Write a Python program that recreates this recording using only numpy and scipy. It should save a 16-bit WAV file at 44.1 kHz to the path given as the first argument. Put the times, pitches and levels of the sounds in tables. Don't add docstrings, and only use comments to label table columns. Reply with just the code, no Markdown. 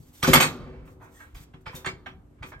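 import sys
import numpy as np
from scipy import signal
from scipy.fft import rfft, irfft, next_fast_len
from scipy.io import wavfile
from scipy.ndimage import uniform_filter1d

SR = 44100
rng = np.random.default_rng(int(sys.argv[2]) if len(sys.argv) > 2 else 0)


def wav_out(sig):
    wavfile.write(sys.argv[1], SR, np.round(np.clip(np.atleast_2d(sig).T, -1, 1) * 32767).astype(np.int16))


def volts_from_decibels(level):
    exponent = np.asarray(level, float) / 20
    return 10 ** exponent


N = 114660


def unit(x):
    return x / np.sqrt(np.mean(x ** 2) + 1e-30)


def curve(table, hz):
    a = np.array(table, float)
    return np.interp(np.log(hz + 1), np.log(a[:, 0] + 1), a[:, 1])


def add(out, x, start_s):
    i = max(int(start_s * SR), 0)
    out[i:i + len(x)] += x[:N - i]


def filtered(x, order, hz, kind="low"):
    return signal.lfilter(*signal.butter(order, hz, kind, fs=SR), x)


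def peak(x, hz, q):
    return signal.lfilter(*signal.iirpeak(hz, q, fs=SR), x)


def ring(x, hz, t60_s):
    r = np.exp(-np.log(1000) / (max(t60_s, .002) * SR))
    w = 2 * np.pi * hz / SR
    return signal.lfilter([0, np.sin(w)], [1, -2 * r * np.cos(w), r * r], x)


def cracks(per_s, spread_db):
    on = rng.random(N) < per_s / SR
    sign = rng.choice([-1, 1], N)
    size_db = spread_db * np.minimum(rng.exponential(size=N), 3)
    return unit(on * sign * volts_from_decibels(size_db))


# (frequency [Hz], density [dB per Hz])
RUMBLE = [(15, -29), (25, -1.5), (87, -0.5), (190, -15.5), (317, -15), (450, -23.5), (4740, -47),
          (12500, -48.5), (16000, -76)]
# (frequency [Hz], level [dB])
MOTOR_LINES = [(245, -69), (295, -68)]


def hum():
    level_db, sway_db, sway_samples = -54.5, 2.0, 5000
    hz, t, out = np.fft.rfftfreq(N, 1 / SR), np.arange(N) / SR, 0
    for centre_hz in 30 * 2. 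** np.arange(10):
        octaves = np.clip(np.log2((hz + 1) / centre_hz), -1, 1)
        shape = volts_from_decibels(curve(RUMBLE, hz)) * np.cos(np.pi / 2 * octaves)
        mid, side = irfft(rfft(rng.standard_normal((2, N))) * shape, N)
        drift = uniform_filter1d(rng.standard_normal(N), size=sway_samples)
        drift = uniform_filter1d(drift, size=sway_samples)
        width = min(centre_hz / 600, 1)
        out = out + volts_from_decibels(sway_db * unit(drift)) * (mid + width * side * np.array([[1], [-1]]))
    lines = sum(volts_from_decibels(db) * np.sqrt(2) * np.sin(2 * np.pi * f * t) for f, db in MOTOR_LINES)
    return volts_from_decibels(level_db) * unit(out) + lines


# (time [s], rise [s], hold [s], fall [s], level [dB])
DRAGS = [(0., 0.00071, 0.09, 0.052, -63), (0.11, 0.038, 0.05, 0.079, -55),
         (0.845, 0.012, 0.073, 0.019, -66.5), (0.989, 0.035, 0.024, 0.045, -65),
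         (1.073, 0.073, 0.064, 0.066, -61.5), (1.343, .003, 0.09, 0.0095, -56.5),
         (1.605, 0.0047, 0.0091, 0.0073, -69), (1.687, .05, 0.013, .02, -59),
         (1.747, 0.0047, 0.013, 0.029, -42.5), (2.432, 0.043, 0.028, 0.013, -56),
         (2.589, 0.0091, 0.021, 0.013, -59.5)]
# (frequency [Hz], width [Hz], level [dB])
EDGE_MODES = [(3660, 70, -0.5), (6000, 200, -4), (6900, 180, -8.5), (8200, 160, -5.5), (12700, 170, 0),
              (13700, 180, -13)]


def scrapes():
    per_s, spread_db, rough_db, low_hz = 30000, 2, 1.2, 3000
    t, env = np.arange(N) / SR, np.zeros(N)
    for s, rise, hold, fall, db in DRAGS:
        swell = np.clip((t - s) / rise, 0, 1) ** 2
        env += volts_from_decibels(db) * swell * np.exp(-np.maximum(t - s - rise - hold, 0) / fall)
    rough = volts_from_decibels(rough_db * unit(uniform_filter1d(rng.standard_normal(N), size=400)))
    x = cracks(per_s, spread_db) * env * rough
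    edge = sum(volts_from_decibels(db) * peak(x, f, f / width) for f, width, db in EDGE_MODES)
    return 0.96 * filtered(x, 1, low_hz, "high") + 0.13 * x + edge


# (time [s], level [dB], push [s])
BUMPS = [(0., -43, 0.0049), (0.089, -46, 0.0078), (0.234, -28, 0.00028), (0.279, -32, 0.00047),
         (0.284, -32.5, 0.0016), (.291, -27.5, 0.0012), (0.307, -19, 0.0013), (.352, -26, 0.0009),
         (0.372, -35.5, 0.00075), (1.334, -23, 0.021), (1.363, -34.5, 0.01), (1.403, -38.5, 0.0069),
         (1.543, -43.5, 0.003), (1.667, -32.5, 0.0079), (1.743, -40.5, 0.0028), (1.868, -35.5, 0.0043),
         (1.932, -36.5, 0.007), (2.074, -48, 0.002), (2.409, -32.5, 0.01), (2.442, -41.5, 0.0027),
         (2.559, -35, 0.0096)]
# (frequency [Hz], level [dB], t60 [s])
COUNTER_MODES = [(46.3, -20.5, 0.11), (59.9, -11.5, 0.14), (98, -4, 0.037), (156.2, 1, 0.13),
                 (189.4, -6, 0.14), (249.7, -6, 0.16), (273.8, -8.5, 0.26), (376, -7, 0.31),
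                 (476.5, 1, 0.038)]


def thuds():
    shudder_s, shudder_db, shudder_fall_s, shudder_bass_db = 0.59, -73, 0.2, 16
    out = np.zeros(N)
    share = rng.standard_normal((len(BUMPS), len(COUNTER_MODES)))
    t = np.arange(SR // 2) / SR
    for (s, db, push_s), strike in zip(BUMPS, share):
        push = np.sin(np.pi * np.clip(t / push_s, 0, 1)) ** 2 / (push_s * SR / 2)
        modes = sum(volts_from_decibels(d + 2 * k) * ring(push, f, t60) for (f, d, t60), k in zip(COUNTER_MODES, strike))
        add(out, volts_from_decibels(db) * modes, s)
    t = np.arange(N) / SR - shudder_s
    x = rng.standard_normal(N) * (t > 0) * np.exp(-t / shudder_fall_s) * volts_from_decibels(shudder_db)
    return out + sum(volts_from_decibels(d + shudder_bass_db * (f < 120)) * ring(x, f, t60) for f, d, t60 in COUNTER_MODES)


# (time [s], length [s], frequency [Hz], level [dB])
LIGHT_RUBS = [(0.01, .06, 4500, -72), (1.0, .05, 1450, -63), (1.01, .055, 890, -56), (1.01, .05, 400, -60),
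              (1.02, .05, 8100, -73), (1.02, .05, 6100, -71), (1.03, .04, 1200, -61),
              (1.12, .15, 8210, -66), (1.12, .14, 12100, -70), (1.12, .13, 7350, -71),
              (1.12, .13, 6120, -70), (1.13, .12, 3360, -70), (1.145, .11, 1870, -61),
              (1.195, .065, 1600, -57), (1.195, .06, 1320, -63), (1.195, .05, 2150, -64),
              (1.66, .05, 460, -52), (1.73, .07, 500, -58), (2.07, .13, 148, -52), (2.43, .05, 440, -55)]


def rubs():
    t60_s = .05
    t, noise, out = np.arange(N) / SR, rng.standard_normal(N), np.zeros(N)
    for s, length_s, hz, db in LIGHT_RUBS:
        swell = np.sin(np.pi * np.clip((t - s) / length_s, 0, 1)) ** .5
        out += volts_from_decibels(db) * unit(ring(noise, hz, t60_s)) * swell
    return out


# (time [s], level [dB], rise [s], fall [s], dull above [Hz])
PRESSES = [(0.219, -44, 0.0046, 0.0037, 5000), (0.226, -22, 0.0046, 0.016, 10500),
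           (0.246, -29.5, 0.0012, 0.043, 7000), (0.271, -26.5, 0.0015, 0.06, 10500),
           (0.331, -7.5, 0.0039, 0.018, 12000), (0.344, -18, 0.0023, 0.0066, 1800),
           (0.354, -20.5, 0.0017, 0.011, 6027), (0.37, -22.5, 0.0021, 0.017, 4000),
           (0.4, -18.5, 0.0041, 0.021, 8000), (0.421, -22, 0.005, 0.024, 7000),
           (0.449, -55.5, 0.005, 0.03, 4000), (0.582, -60, 0.035, 0.26, 2000),
           (0.871, -59.5, .01, .03, 1500), (0.998, -55, 0.021, 0.088, 990), (1.19, -58, 0.01, 0.068, 2320),
           (1.346, -53, 0.0056, 0.046, 5070), (1.534, -55, 0.0037, 0.022, 2000),
           (1.656, -40.5, 0.01, 0.029, 2850), (1.684, -68.5, 0.0032, 0.024, 2586),
           (1.732, -53, 0.0033, 0.069, 2000), (1.845, -36.5, 0.002, 0.011, 2470),
           (1.858, -31, 0.0064, 0.022, 3460), (2.058, -43.5, 0.0042, 0.025, 2520),
           (2.383, -66.5, 0.004, 0.045, 1487), (2.422, -42.5, 0.0082, 0.025, 3000),
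           (2.517, -47, 0.0036, 0.022, 1727), (2.575, -62, 0.0088, 0.016, 1163)]
# (frequency [Hz], width [Hz], level [dB])
TOAST_MODES = [(450, 50, 0), (1204, 490, 5.5), (1856, 160, -0.5), (3260, 230, 3.5), (3640, 130, -9.5),
               (6360, 110, -10)]
# (frequency [Hz], level [dB])
STEEL_MODES = [(3200, -10), (4540, -10), (4960, -11), (5790, -11), (7210, -7), (8150, -2), (11400, -5),
               (12000, 2), (12500, -2), (13100, 0)]


def knocks():
    cracks_per_s, crack_spread_db = 4000, 2
    crust_q, crust_peak_db, crust_low_hz = 2.5, -28, 556
    blade_modes, blade_lo_hz, blade_hi_hz = 36, 2200, 13500
    blade_scatter_db, blade_t60_s, steel_t60_s = 3, .04, .04
    toast_db, blade_db, steel_db = -7, -17, -31.5
    grain, body, blade = cracks(cracks_per_s, crack_spread_db), np.zeros(N), np.zeros(N)
    t = np.arange(SR * 3 // 10) / SR
    for s, db, rise, fall, dull_hz in PRESSES:
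        env = np.minimum(t / max(rise, 1e-4), 1) * np.exp(-np.maximum(t - rise, 0) / max(fall, 1e-3))
        x = np.resize(grain[int(s * SR):], len(t)) * env
        cut_hz = min(dull_hz, SR / 3)
        x = filtered(x, 2, cut_hz) * np.sqrt(SR / 2 / dull_hz) * volts_from_decibels(db)
        add(body, x + volts_from_decibels(crust_peak_db) * peak(x, cut_hz * 0.88, crust_q), s)
        mode_db = blade_scatter_db * rng.standard_normal(blade_modes)
        mode_hz = blade_lo_hz * (blade_hi_hz / blade_lo_hz) ** rng.random(blade_modes)
        add(blade, sum(volts_from_decibels(d) * ring(x, f, blade_t60_s) for d, f in zip(mode_db, mode_hz)) / 20, s)
    body = filtered(body, 1, 300, "high")
    toast = sum(volts_from_decibels(d) * peak(body, f, f / max(width, 60)) for f, width, d in TOAST_MODES)
    steel = sum(volts_from_decibels(d) * ring(body, f, steel_t60_s) for f, d in STEEL_MODES)
    crust = filtered(body, 2, crust_low_hz, "high")
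    return 0.32 * crust + volts_from_decibels(toast_db) * toast + volts_from_decibels(blade_db) * blade + volts_from_decibels(steel_db) * steel


# (time [s], frequency [Hz], level [dB], t60 [s])
CLEAR_RINGS = [(0.278, 160, -28, 0.22), (.279, 261, -13, 0.075), (0.2852, 521, -14, 0.045),
               (0.292, 334, -16, 0.035), (0.297, 148.7, -15.5, 0.27), (.351, 245.1, -17, 0.11),
               (.371, 150, -18.5, 0.095), (0.228, 8400, -22, 0.027), (1.859, 8200, -35.5, .05),
               (1.859, 6840, -32, 0.046), (1.751, 12500, -47, .05), (1.865, 382, -34, 0.073),
               (0.233, 1227, -22.5, 0.09), (0.244, 1496, -18, 0.056), (0.341, 1810, -42, 0.037),
               (0.402, 2997, -18, .07), (1.022, 944, -54, 0.092), (1.20, 1630, -51, 0.13),
               (1.212, 1800, -52.5, 0.068), (2.43, 2570, -43.5, 0.08), (1.665, 878, -40, 0.057),
               (1.666, 1138, -42, 0.055), (1.667, 2290, -40.5, 0.13), (1.732, 1000, -42, 0.065),
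               (2.063, 2240, -43.5, 0.079), (2.064, 760, -44.5, .08), (2.426, 902, -42.5, .06),
               (2.427, 1202, -48, 0.039), (2.52, 1780, -41.5, 0.037), (2.525, 632, -48, 0.065),
               (1.756, 3660, -43, 0.18), (1.863, 1743, -22, 0.028), (2.063, 1577, -40.5, 0.1),
               (2.425, 2000, -39.5, 0.047), (2.535, 1627, -49, 0.16)]


def rings():
    out, t = np.zeros(N), np.arange(SR // 2) / SR
    onset = np.minimum(t / 0.0013, 1)
    for s, hz, db, t60 in CLEAR_RINGS:
        add(out, volts_from_decibels(db) * ring(1. * (t == 0), hz, t60) * onset, s)
    return out


def nearby(x):
    fall_s, level_db, lo_hz, hi_hz = .018, -5.5, 1200, 6000
    t = np.arange(2048) / SR
    ir = filtered(rng.standard_normal(len(t)) * np.exp(-t / fall_s), 1, [lo_hz, hi_hz], "band")
    return volts_from_decibels(level_db) * signal.fftconvolve(x, ir / np.sqrt(np.sum(ir ** 2)))[:N]


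# (frequency [Hz], t60 [s], level [dB], side share [ratio])
KITCHEN = [(59, 0.49, -8.5, 0.07), (123.65, 0.92, -4.5, 0.19), (267, 0.82, -5, 0.17), (453, 0.5, -1.5, 0.2),
           (1073.7, 0.74, -17, 0.4), (2000, 0.25, -12.5, 0.34), (4000, 0.58, -20, 0.76),
           (8000, 0.18, -9.5, .3), (13400, 0.4, -24, 0.26)]


def room(x):
    t, ir = np.arange(SR) / SR, 0
    for hz, t60, db, side_share in KITCHEN:
        sos = signal.butter(2, [hz / np.sqrt(2), hz * np.sqrt(2)], "band", fs=SR, output="sos")
        env = np.exp(-np.log(1000) * t / t60) * np.clip(t / 0.0013, 0, 1)
        pair = signal.sosfilt(sos, rng.standard_normal((2, SR))) * np.array([[1], [side_share]])
        ir = ir + volts_from_decibels(db) * pair * env / np.sqrt(np.sum(env ** 2))
    return signal.fftconvolve(x[None], ir, axes=1)[:, :N]


# (frequency [Hz], phase [rad])
PORT_PHASE_RAD = [(150, .15), (500, .18), (1200, .4), (2500, .8), (6000, .9), (9000, 1.5), (13000, 1.3)]
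# (frequency [Hz], level [dB])
PORT_LEVEL_DB = [(40, -0.5), (150, 2), (500, 1.7), (4000, -4.5), (12000, 0)]


def ports(x):
    n = next_fast_len(N + 4096)
    hz = np.fft.rfftfreq(n, 1 / SR)
    half = volts_from_decibels(curve(PORT_LEVEL_DB, hz) / 2) * np.exp(.5j * curve(PORT_PHASE_RAD, hz))
    return irfft(rfft(x, n) * np.array([half, 1 / half]), n)[:, :N]


def scene():
    near = scrapes() + thuds() + rubs() + knocks() + rings()
    mid, side = room(near)
    spread = (side + nearby(near)) * np.array([[1], [-1]])
    return ports(near + mid) + spread + hum()


# (frequency [Hz], level [dB])
MIC_COLOUR = [(100, 1), (1000, 2.5), (5000, -3.5), (8300, -0.5), (12000, -1), (13500, 0.5), (15600, -5)]
# (low [Hz], high [Hz], level [dB])
DEAD_BANDS = [(9350, 10550, -26), (14400, 15100, -20)]


def microphone(dry):
    top_hz, low_hz = 16300, 42
    hz = np.linspace(0, SR / 2, 513)
    db = curve(MIC_COLOUR, hz)
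    for lo, hi, d in DEAD_BANDS:
        db = db + d * np.clip(np.minimum(hz - lo, hi - hz) / 300 + .5, 0, 1)
    fir = signal.firwin2(513, hz, volts_from_decibels(db), fs=SR)
    x = signal.fftconvolve(np.tanh(dry), fir[None], axes=1)[:, 256:256 + N]
    x = signal.sosfilt(signal.ellip(8, .2, 70, top_hz, fs=SR, output="sos"), x)
    return filtered(x, 2, low_hz, "high")


def roll_off(x):
    return signal.sosfilt(signal.butter(12, 16820, fs=SR, output="sos"), x)


def record(dry):
    return roll_off(microphone(dry))


dry = scene()
out = record(dry)
wav_out(out)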